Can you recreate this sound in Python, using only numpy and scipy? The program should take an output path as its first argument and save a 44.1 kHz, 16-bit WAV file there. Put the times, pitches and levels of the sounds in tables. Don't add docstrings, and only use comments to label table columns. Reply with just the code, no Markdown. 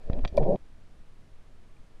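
import sys
import numpy as np
from scipy import signal
from scipy.fft import rfft, irfft
from scipy.io import wavfile
from scipy.ndimage import uniform_filter1d

SR = 44100
rng = np.random.default_rng(int(sys.argv[2]) if len(sys.argv) > 2 else 0)


def dump_mix(stems):
    frames = np.atleast_2d(stems).T
    limited = np.clip(frames, -1, 1)
    pcm = np.round(limited * 32767).astype(np.int16)
    wavfile.write(sys.argv[1], SR, pcm)


N = 88200
T = np.arange(N) / SR


# f/Hz, level/dB
POLE_MODES = [(715, 7.5), (1020, -2), (1250, -7.5), (1520, -20), (1830, -10.5), (1990, -12), (2390, -6),
              (2610, -12.5), (3300, -7), (3680, -11), (4040, -11.5), (4520, -9), (4900, -11.5), (5800, -11),
              (6050, -21)]
# t/s, level/dB, ring t60/s, ring low/Hz, ring high/Hz, crack level/dB, crack top/Hz
POLE_TICKS = [(.0995, -34.5, .012, 504, 1700, -1, 2400), (0.132, -37.5, .012, 1500, 3900, -23, 3500),
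              (0.1914, -46, .012, 900, 3450, -28, 3000), (0.209, -55, .02, 3000, 4270, -32, 4000),
              (.2500, -27.5, .014, 543, 4170, -10, 4200), (0.2547, -31.5, .016, 1420, 3700, -1, 3500),
              (0.2763, -39.5, 0.042, 2060, 6200, -11, 4000), (0.3705, -33, 0.022, 3900, 5600, -12, 12100),
              (0.3796, -40, .03, 3700, 5400, -8.5, 12000), (0.4239, -55.5, .03, 1510, 4500, -17, 3960),
              (0.4294, -39.5, .018, 900, 2500, -8, 2500), (.4380, -49, .025, 1225, 3800, -5.5, 3540),
              (0.5588, -38, .008, 2300, 3300, -27.5, 3000)]
GRIP_DETUNE, RATTLE_DB, CRACK_T60_S = .008, -8.5, .007

def ticks():
    out = np.zeros(N + SR)
    t = T[:SR // 8]
    hz, mode_db = np.transpose(POLE_MODES)
    for s, db, t60_s, low_hz, high_hz, crack_db, top_hz in POLE_TICKS:
        strengths = from_db(mode_db + rng.standard_normal(len(hz))) * rng.choice([-1, 1], len(hz))
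        detuned_hz = hz * (1 + GRIP_DETUNE * rng.standard_normal(len(hz)))
        modes = strengths @ np.sin(2 * np.pi * np.outer(detuned_hz, t))
        rattle = from_db(RATTLE_DB) * rng.standard_normal(len(t))
        ring = (modes + rattle) * from_db(-60 * t / t60_s)
        ring = cut(cut(ring, low_hz, "high", order=3), high_hz, "low", order=5)
        crack = from_db(crack_db - 60 * t / CRACK_T60_S) * rng.standard_normal(len(t))
        crack = cut(crack, top_hz, "low", order=3)
        start = int(s * SR)
        out[start:start + len(t)] += from_db(db) * (ring + crack)
    return out[:N]


# f/Hz, level/dB, time to peak/s
HOLLOW_MODES = [(591, -0.5, 0.0046), (981, -20, 0.0041), (1466, -41, 0.0053), (1818, -40.5, 0.0078),
                (2364, -27, 0.0033), (4530, -41.5, 0.0025)]
KNOCK_S, KNOCK_DB = .3752, -9.5

def knock():
    t = since(KNOCK_S)
    out = np.zeros(N)
    for hz, db, peak_s in HOLLOW_MODES:
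        swell = (t / peak_s * np.exp(1 - t / peak_s)) ** 2
        out += from_db(KNOCK_DB + db) * swell * np.sin(2 * np.pi * hz * t)
    return out


# t/s, level/dB, rise/s, decay/s
POLE_BUMPS = [(.0990, -13, .0008, 0.009), (0.133, -19, .0012, 0.0092), (0.243, -23, 0.00023, .001),
              (0.2511, -29, 0.0003, .0015), (0.2558, -17, 0.00097, .005), (.3265, -27, .001, 0.0055),
              (0.3664, -18, .001, .002), (0.3845, -19, .001, .002), (0.554, -25, 0.0011, .002)]

def bumps():
    push = np.zeros(N)
    for s, db, rise_s, decay_s in POLE_BUMPS:
        t = since(s)
        push += from_db(db) * (1 - np.exp(-(t / rise_s) ** 2)) * np.exp(-t / decay_s)
    return cut(push, 15, "high", order=1)


# t/s, level/dB
RUB_PRESSURE = [(0, -59.5), (.055, -57), (.09, -44), (.125, -42), (.18, -38), (.228, -58), (.265, -49.5),
                (.305, -59), (.338, -54), (.348, -40.5), (.365, -42), (.39, -27), (.42, -27.5),
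                (.448, -34.5), (.462, -27), (.50, -27), (.53, -24.5), (.56, -27.5)]
# f/Hz, width/Hz, level/dB
HOUSING_MODES = [(118.5, 27, -5), (201, 40, -2), (314, 44, -8.5), (360, 43, -4), (449, 53, -2.5),
                 (565, 55, 0), (637, 76, -2.5), (741, 60, -5.5), (980, 180, -10.5)]
# f/Hz, level/dB
BRISTLE_SPECTRUM = [(900, -2.5), (1400, -1), (1800, 10.5), (2050, -4.5), (2400, 7.5), (2900, -3.5),
                    (4500, -1.5), (7000, -14), (10000, -29)]
SLIPS_PER_S, SLIP_SPREAD_DB, MUFFLE_HZ = 1500, 3, 767
BRISTLE_DB, BRISTLE_DB_PER_RUB_DB = -64, .12

def rubbing():
    slips = (rng.random(N) < SLIPS_PER_S / SR) * rng.choice([-1, 1], N)
    slips = slips * from_db(SLIP_SPREAD_DB * rng.standard_normal(N))
    body = sum((-1) ** k * from_db(db) * resonate(slips, hz, width_hz)
               for k, (hz, width_hz, db) in enumerate(HOUSING_MODES))
    body = steady(cut(body, MUFFLE_HZ, "low", order=7), samples=600)
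    pressure = level(RUB_PRESSURE)
    hiss = pressure ** BRISTLE_DB_PER_RUB_DB * from_db(BRISTLE_DB) * noise(BRISTLE_SPECTRUM)
    return pressure * body + hiss


# t/s, length/s, f/Hz, glide/Hz, level/dB
RUB_GROANS = [(.168, 0.0464, 256, -28, -39), (.395, .055, 142, -8.5, -29), (.470, 0.047, 186, 29.5, -27.5),
              (.480, .046, 555, 59.5, -22.5), (.453, 0.052, 770, 10.5, -30.5),
              (.337, 0.039, 385, 20.5, -39)]
WOBBLE_DEPTH, WOBBLE_BANDWIDTH_HZ = .035, 81.4

def groans():
    out = np.zeros(N)
    for s, length_s, hz, glide_hz, db in RUB_GROANS:
        progress = np.clip((T - s) / length_s, 0, 1)
        wobble = rms_one(cut(rng.standard_normal(N), WOBBLE_BANDWIDTH_HZ, "low"))
        pitch_hz = (hz + glide_hz * (progress - .5)) * (1 + WOBBLE_DEPTH * wobble)
        tone = np.sqrt(2) * np.sin(2 * np.pi * np.cumsum(pitch_hz) / SR)
        out += from_db(db) * np.sin(np.pi * progress) * tone
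    return cut(out, MUFFLE_HZ, "low", order=4)


# t/s, level/dB
SWAY_ENVELOPE = [(0, -47.5), (.06, -30.5), (.11, -27.5), (.24, -20.5), (.30, -38), (.345, -33.5),
                 (.40, -18.5), (.45, -19.5), (.52, -25.5), (.56, -33.5)]
# f/Hz, level/dB
SWAY_SPECTRUM = [(11, 7.5), (20, -1.5), (35, -18), (55, -15.5), (90, -32.5), (150, -45.5), (300, -45)]

def sway():
    return level(SWAY_ENVELOPE) * steady(noise(SWAY_SPECTRUM), samples=2400)


# f/Hz, level/dB
BREEZE_SPECTRUM = [(5, -2.5), (11, -3.5), (20, -10), (32, -22), (55, -25.5), (100, -35), (300, -78)]

def breeze(db=-46):
    return from_db(db) * steady(noise(BREEZE_SPECTRUM), samples=9000)


def drip(s=1.7674, hz=2400, db=-56, t60_s=.018):
    t = since(s)
    return from_db(db - 60 * np.minimum(t / t60_s, 10)) * np.sin(2 * np.pi * hz * t)


# f/Hz, level/dB
HISS_SPECTRUM = [(35, -26.5), (60, 1), (125, -2), (215, -7.5), (303, -10), (399, -13), (615, -15),
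                 (827, -18), (2470, -25), (9080, -37.5), (9940, -39.5), (14000, -49.5)]

def background(hiss_db=-60, whine_db=-93, whine_hz=9598):
    whine = from_db(whine_db) * np.sqrt(2) * np.sin(2 * np.pi * whine_hz * T)
    return from_db(hiss_db) * noise(HISS_SPECTRUM) + whine


def from_db(db):
    return 10 ** (np.asarray(db) / 20)


def rms_one(x):
    return x / np.sqrt(np.mean(x ** 2) + 1e-20)


def level(rows):
    return from_db(np.interp(T, *np.transpose(rows)))


def since(s):
    return np.maximum(T - s, 0)


def cut(x, hz, kind, order=2):
    return signal.sosfilt(signal.butter(order, min(hz, .45 * SR), kind, fs=SR, output="sos"), x + 1e-18)


def noise(spectrum):
    hz, db = np.transpose(spectrum)
    f = np.maximum(np.arange(N // 2 + 1) * SR / N, 1e-3)
    gain = from_db(np.interp(np.log(f), np.log(hz), db))
    skirts = (np.minimum(f / hz[0], 1) * np.minimum(hz[-1] / f, 1)) ** 2
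    return rms_one(irfft(rfft(rng.standard_normal(N)) * gain * skirts, N))


def resonate(x, hz, width_hz):
    r = np.exp(-np.pi * width_hz / SR)
    feedback = [1, -2 * r * np.cos(2 * np.pi * hz / SR), r * r]
    return signal.lfilter(np.array([1, 0, -1]) * (1 - r * r) / 2, feedback, x)


def steady(x, samples):
    power = uniform_filter1d(uniform_filter1d(x ** 2, size=samples), size=samples)
    return x / np.sqrt(np.abs(power) + 1e-12)


SURFACE_S, FADE_S = .557, .010

def scene():
    submerged = np.clip((SURFACE_S + FADE_S - T) / FADE_S, 0, 1)
    below = rubbing() + groans() + bumps() + knock() + sway()
    above = breeze() + drip()
    return (submerged ** 2 * below + (1 - submerged) * above + ticks() + background())[None]


CUTOFF_HZ = 14100

def record(dry):
    return signal.sosfilt(signal.ellip(10, .1, 80, CUTOFF_HZ, fs=SR, output="sos"), dry)


dry = scene()
out = record(dry)
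dump_mix(out)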